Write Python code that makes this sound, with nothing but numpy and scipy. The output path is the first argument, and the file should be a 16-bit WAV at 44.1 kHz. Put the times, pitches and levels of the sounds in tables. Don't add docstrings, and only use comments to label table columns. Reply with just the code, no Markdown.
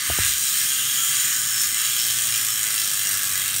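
import sys
import numpy as np
from scipy import signal
from scipy.fft import rfft, irfft, next_fast_len
from scipy.io import wavfile
from scipy.ndimage import uniform_filter1d

SR = 44100
rng = np.random.default_rng(int(sys.argv[2]) if len(sys.argv) > 2 else 0)


def materialize(psi):
    bounded = np.clip(np.atleast_2d(psi).T, -1, 1)
    quanta = np.round(bounded * 32767).astype(np.int16)
    wavfile.write(sys.argv[1], SR, quanta)


def invert_db(x):
    u = np.asarray(x, float) / 20
    return 10 ** u


N = 158760

# (time [s], level [dB])
RUMBLE_LEVEL = [(0.03, -63), (0.12, -29), (0.15, -46), (0.2, -32.5), (0.49, -62), (0.71, -48), (0.74, -60),
                (1.93, -66.5), (2.23, -57), (2.25, -72), (3.57, -55)]
# (frequency [Hz], relative density [dB per Hz])
ROOM_TONE = [(40, -14), (85, -11), (119, 0), (195, -6), (300, -11), (420, -18), (700, -17.5), (1100, -15),
             (1400, -40)]
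ROOM_TONE_DB = -51
HUM_HZ, HUM_WIDTH_HZ, HUM_DB = 273.6, 54, -60.5

# (time [s], teeth passed [count])
RATCHET_TURN = [(0, -.8), (.2, 27.28), (.4, 54.72), (.6, 82.14), (.9, 122.32), (1.2, 162.25), (1.3, 174.92),
                (1.5, 197.35), (1.7, 219.18), (1.8, 230.05), (2.0, 254.16), (2.1, 265.93), (2.3, 289.44),
                (2.4, 300.63), (2.6, 322.73), (2.8, 344.28), (2.9, 354.52), (3.1, 374.92), (3.3, 394.67),
                (3.6, 423.6)]
INERTIA_S = 0.08
TEETH, LOUDEST_TOOTH, SWELL_DB = 24, 14, 0.27
# (lag [s], level [dB])
PAWL_FALLS = [(0, -2), (.0009, -6), (.0024, -10), (.0045, -12)]
ODD_TOOTH_DB, ODD_EARLY_TEETH = -3.5, 0.12
TOOTH_JITTER_S, LAG_JITTER_S, TICK_JITTER_S = 0.00008, 0.0005, 0.00015
SNAP_SPREAD_DB, MODE_SPREAD_DB, TICK_SPREAD_DB = 1.6, 3.0, 2.5

# (frequency [Hz], relative density [dB per Hz])
SNAP_COLOUR = [(590, -39.5), (1000, -3.5), (1230, -9), (1410, -12), (1700, -4.5), (2290, -4.5), (3170, -1),
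               (3720, -0.5), (3990, -2), (5020, -16.5), (5380, -11), (6030, -1), (7010, 1), (8930, 4),
               (10600, -4), (12300, 2), (15700, 2)]
SNAP_DB, SNAP_T60_S, RING_DB = 3, 0.0072, 1.5
# (frequency [Hz], width [Hz], relative level per Hz of width [dB])
HUB_MODES = [(1223, 18, -10), (1265, 14, -11), (1340, 35, -13), (1518, 32, -9.5), (1690, 150, -8.5),
             (2050, 60, -9), (2443, 45, -11), (2785, 70, -9), (3060, 60, -7), (3170, 80, -8),
             (3320, 70, -7), (3940, 80, -6.5), (4365, 35, -11), (4540, 80, -9), (4780, 60, -10),
             (5350, 120, -4.5), (5770, 130, -6), (6560, 170, -5), (6850, 140, -3), (7048, 110, -3),
             (7270, 60, -4), (7740, 200, -6), (8420, 180, -6), (8735, 190, -5), (9230, 220, -3),
             (12100, 350, -12.5), (13600, 550, -12), (15600, 300, -9)]
TURN_WAVER_DB, TURN_WAVER_HZ = 1.6, 8
# (time [s], level [dB])
CLICK_LEVEL = [(0, -17), (1.3, -16), (2.4, -13), (3, -9), (3.6, -10)]
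EDGE_HZ = 1195
SPOKE_HZ, SPOKE_WIDTH_HZ, SPOKE_DB = 1133, 8, -31.5

# (time [s], level [dB])
ROOM_LEVEL = [(0, 0), (1.2, 3), (1.9, 0), (2.6, -1), (3.6, -0.5)]
ROOM_T60_S, ROOM_BLOCK_S, WALL_CUT_HZ = 0.61, 0.12, 11800
BAND_BORDERS = [2500, 4500, 10000]
# (extra room [dB], spread of each snap [dB])
BAND_ROOM = [(5, 1.0), (2.5, 1.5), (.5, 1.5), (3, 1.2)]
TOP_DB = -0.5
# (time [s], level [dB], low band against it [dB], middle band against it [dB])
BUZZ_LEVEL = [(0.03, -25.5, -7.5, -6.5), (0.07, -24.5, -7, -8.5), (0.22, -21, -7.5, -12.5),
              (0.28, -20, -15, -11.5), (0.35, -24, -14, -7), (0.41, -22.5, -16, -12),
              (0.58, -22, -13.5, -12.5), (0.77, -22.5, -15, -15), (0.81, -23, -14.5, -14),
              (1.09, -22.5, -15.5, -16), (1.13, -24, -11.5, -14), (1.25, -22.5, -13, -17.5),
              (1.31, -23, -11.5, -17), (1.59, -22.5, -14.5, -13.5), (1.62, -20, -15.5, -13.5),
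              (1.75, -23, -11.5, -13.5), (1.78, -22, -11, -12.5), (2.07, -20.5, -15.5, -13),
              (2.63, -20.5, -12, -15), (2.65, -21, -8.5, -15), (2.71, -20.5, -14, -12),
              (3.48, -20, -13, -12), (3.54, -22, -10, -10), (3.57, -21, -15.5, -11.5)]
# (time [s], near 3.2 kHz [dB], near 5.4 kHz [dB], near 7 kHz [dB])
RINGING_BOOST = [(0, -3.5, -11, -0.5), (.65, 0.5, 1, -2), (.85, 5, -1.5, -0.5), (1.5, 3, 4, 1.5),
                 (1.63, 0, 9, 0.5), (1.8, 1, 4.5, 1.5), (2.2, 2.5, 0.5, -2), (2.8, -0.5, -0.5, -1.5),
                 (3.6, -1, -1, -5)]
# (low [Hz], high [Hz])
RINGING_BANDS = [(2800, 3600), (5250, 5450), (6500, 7500)]
# (time [s], thump [dB], tick [dB])
HAND_LEVEL = [(0.0, -54, -65), (0.27, -61, -58), (0.48, -71, -60), (0.69, -63, -55.5), (1.1, -49, -55.5),
              (1.33, -56, -54.5), (1.57, -48, -54), (1.87, -54, -54), (2.24, -47, -48.5),
              (2.5, -48.5, -52.5), (2.8, -49.5, -49.5), (3.25, -48, -48.5), (3.6, -49, -51)]
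THUMP_TRIM_DB, THUMP_WAVER_DB, THUMP_WAVER_HZ, TICK_TRIM_DB = -2, 3.0, 16, -1.5

# (time [s], thud height [dB], thud push +1 or pull -1 [sign], thud pitch [Hz], tap pitch [Hz],
#          tap t60 [s], tap against thud [dB], crack pitch [Hz])
KNOCK_HITS = [(0.1003, -19, -1, 76, 680, 0.042, -5, 555), (0.1877, -19, 1, 76, 412, 0.012, 0.5, 840),
              (0.648, -37.5, 1, 129, 230, 0.031, -8, 300)]
THUD_T60_S, THUD_LATE_S, CRACK_T60_S, CRACK_DB = 0.065, 0.0033, 0.0037, 7


def rms_one(x):
    return x / np.sqrt(np.mean(x ** 2) + 1e-20)


def in_time(rows):
    s, *columns = np.transpose(rows)
    return [np.interp(np.arange(N) / SR, s, c) for c in columns]


def colour(x, points):
    size = next_fast_len(N + SR)
    hz, db = np.transpose(points)
    bins_hz = np.arange(size // 2 + 1) * SR / size
    curve_db = np.interp(np.log(bins_hz + 1), np.log(hz), np.maximum(db, -70))
    cepstrum = irfft(np.log(invert_db(curve_db)), size)
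    cepstrum[1:size // 2] *= 2
    cepstrum[size // 2 + 1:] = 0
    return irfft(rfft(x, size) * np.exp(rfft(cepstrum)), size)[:N]


def band(x, low_hz, high_hz):
    return signal.sosfilt(signal.butter(2, [low_hz, high_hz], "band", fs=SR, output="sos"), x + 1e-18)


def drift(rate_hz):
    r = np.exp(-80 * np.pi * rate_hz / SR)
    slow = signal.lfilter([1], [1, -2 * r, r * r], rng.standard_normal(N // 40 + 2002))[2000:]
    return np.interp(np.arange(N) / 40, np.arange(len(slow)), rms_one(slow))


def rumble():
    level_db, = in_time(RUMBLE_LEVEL)
    low_noise = rms_one(band(rng.standard_normal(N), 43, 96))
    return low_noise * invert_db(level_db + 2 * drift(5))


def hum():
    noise = rng.standard_normal(N)
    return invert_db(HUM_DB) * rms_one(band(noise, HUM_HZ - HUM_WIDTH_HZ / 2, HUM_HZ + HUM_WIDTH_HZ / 2))


def room_tone():
    return invert_db(ROOM_TONE_DB) * rms_one(colour(rng.standard_normal(N), ROOM_TONE))


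def train(s, sizes):
    out = np.zeros(N)
    inside = (s >= 0) & (s * SR < N - 1)
    np.add.at(out, (s[inside] * SR).astype(int), sizes[inside])
    return out


def ring(clicks, hz, t60):
    r, w = invert_db(-60 / (t60 * SR)), 2 * np.pi * hz / SR
    return signal.lfilter([0, np.sin(w)], [1, -2 * r * np.cos(w), r * r], clicks + 1e-18)


def width_t60(width_hz):
    return np.log(1000) / (np.pi * width_hz)


def snap_bursts(s, db):
    fade = signal.lfilter([1], [1, -invert_db(-60 / (SNAP_T60_S * SR))], train(s, invert_db(db)) + 1e-18)
    return rms_one(colour(fade * rng.standard_normal(N), SNAP_COLOUR))


def hub_ringing(s, db):
    rings = 0
    for hz, width_hz, mode_db in HUB_MODES:
        strike_db = db + MODE_SPREAD_DB * rng.standard_normal(s.shape)
        strikes = invert_db(strike_db) * rng.choice([-1, 1], s.shape)
        waver = invert_db(TURN_WAVER_DB * drift(TURN_WAVER_HZ))
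        mode = ring(train(s, strikes) * waver, hz, width_t60(width_hz))
        rings = rings + invert_db(mode_db) * np.sqrt(width_hz) * rms_one(mode)
    return rms_one(rings)


def first_click(s, db):
    return invert_db(in_time(CLICK_LEVEL)[0]) * rms_one(band(train(s[:, 0], invert_db(db[:, 0])), 6500, 11500))


def room(x):
    t, hop = np.arange(SR // 2) / SR, int(ROOM_BLOCK_S * SR)
    r, out = np.exp(-2 * np.pi * WALL_CUT_HZ / SR), np.zeros(N + 2 * SR)
    padded = np.pad(x, (4 * hop, 2 * hop), mode="reflect")
    window = np.sin(np.pi * np.arange(2 * hop) / (2 * hop))
    for i in range(0, N + 4 * hop, hop):
        decay = invert_db(-60 * t / ROOM_T60_S) * (t > .003)
        tail = signal.lfilter([1], [1, -r], rng.standard_normal(len(t)) * decay)
        wet = signal.fftconvolve(padded[i:i + 2 * hop] * window, tail / np.sqrt(np.sum(tail ** 2)))
        out[i:i + len(wet)] += wet
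    return out[4 * hop:4 * hop + N]


def split(x):
    below = [signal.sosfiltfilt(signal.butter(3, hz, fs=SR, output="sos"), x) for hz in BAND_BORDERS]
    return np.diff([0 * x, *below, x], axis=0)


def bands_in_room(direct, tooth, count):
    wet = invert_db(in_time(ROOM_LEVEL)[0]) * room(direct)
    mixed = []
    for near, far, (more_db, spread_db) in zip(split(direct), split(wet), BAND_ROOM):
        tooth_gain = invert_db(spread_db * rng.standard_normal(count))[tooth]
        mixed.append(rms_one(near * uniform_filter1d(tooth_gain, size=40) + invert_db(more_db) * far))
    return mixed


def ringing_boost(buzz):
    for edges_hz, ring_db in zip(RINGING_BANDS, in_time(RINGING_BOOST)):
        band_filter = signal.butter(2, edges_hz, "band", fs=SR, output="sos")
        buzz = buzz + (invert_db(ring_db) - 1) * signal.sosfiltfilt(band_filter, buzz)
    return buzz


def spoke_ring(s, strikes):
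    spoke = ring(train(s, strikes), SPOKE_HZ, width_t60(SPOKE_WIDTH_HZ))
    return invert_db(SPOKE_DB) * rms_one(band(spoke, SPOKE_HZ / 1.05, SPOKE_HZ * 1.05))


def hand(s, db):
    thump_db, tick_db = in_time(HAND_LEVEL)
    strikes = train(s, invert_db(db))
    waver_db = THUMP_WAVER_DB * drift(THUMP_WAVER_HZ)
    thump = rms_one(band(strikes, 77.5, 155)) * invert_db(thump_db + THUMP_TRIM_DB + waver_db)
    tick = rms_one(band(strikes, 250, 1050)) * invert_db(tick_db + TICK_TRIM_DB)
    return thump + tick


def freehub():
    (turn,), (level_db, low_db, mid_db) = in_time(RATCHET_TURN), in_time(BUZZ_LEVEL)
    turn = np.pad(turn, SR, mode="reflect", reflect_type="odd")
    turn = uniform_filter1d(turn, int(INERTIA_S * SR))[SR:-SR]
    count = 600
    odd = np.arange(count) % 2
    tooth_s = np.interp(np.arange(count) - ODD_EARLY_TEETH * odd, turn, np.arange(N) / SR, left=-9, right=-9)

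    lag, pawl_db = np.transpose(PAWL_FALLS)
    chance = np.clip(rng.standard_normal((count, len(lag), 2)), -2, 2)
    s = tooth_s[:, None] + lag + chance[..., 0] * np.where(lag > 0, LAG_JITTER_S, TOOTH_JITTER_S)
    odd_db = ODD_TOOTH_DB * odd
    db = pawl_db + odd_db[:, None] + SNAP_SPREAD_DB * chance[..., 1]

    bright = invert_db(SNAP_DB) * snap_bursts(s, db) + invert_db(RING_DB) * hub_ringing(s, db) + first_click(s, db)
    bright = signal.sosfilt(signal.butter(9, EDGE_HZ, "high", fs=SR, output="sos"), bright)
    tooth = np.clip(turn.astype(int), 0, count - 1)
    low, mid, high, top = bands_in_room(bright, tooth, count)
    buzz = rms_one(high + invert_db(TOP_DB) * top) + invert_db(low_db) * low + invert_db(mid_db) * mid
    buzz = ringing_boost(buzz) + spoke_ring(s, invert_db(db) * np.sign(chance[..., 0]))

    swell_db = SWELL_DB * np.cos(2 * np.pi * (turn - LOUDEST_TOOTH) / TEETH)
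    hand_s = s[:, 0] + TICK_JITTER_S * chance[:, 1, 0]
    return invert_db(level_db + swell_db) * buzz + hand(hand_s, odd_db / 2 + TICK_SPREAD_DB * chance[:, 0, 1])


def knocks():
    out = 0
    for s, db, way, thud_hz, tap_hz, tap_t60, tap_db, crack_hz in KNOCK_HITS:
        size = invert_db(np.array([db]))
        hit, late = train(np.array([s]), size), train(np.array([s + THUD_LATE_S]), size)
        crack = invert_db(CRACK_DB) * ring(hit, crack_hz, CRACK_T60_S)
        tap = invert_db(tap_db) * ring(hit, tap_hz, tap_t60)
        thud = np.sign(way) * ring(late, thud_hz, THUD_T60_S)
        out = out + crack + tap + thud
    return signal.sosfilt(signal.butter(3, 1150, fs=SR, output="sos"), out)


def scene():
    return (rumble() + hum() + room_tone() + freehub() + knocks())[None]


def top_cut(x):
    return signal.sosfilt(signal.butter(12, 17110, fs=SR, output="sos"), x)


def record(dry):
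    mix = signal.sosfilt(signal.butter(4, 50, "high", fs=SR, output="sos"), dry)
    mix = signal.sosfilt(signal.ellip(14, .5, 75, 15720, fs=SR, output="sos"), mix)
    return top_cut(mix)


dry = scene()
out = record(dry)
materialize(out)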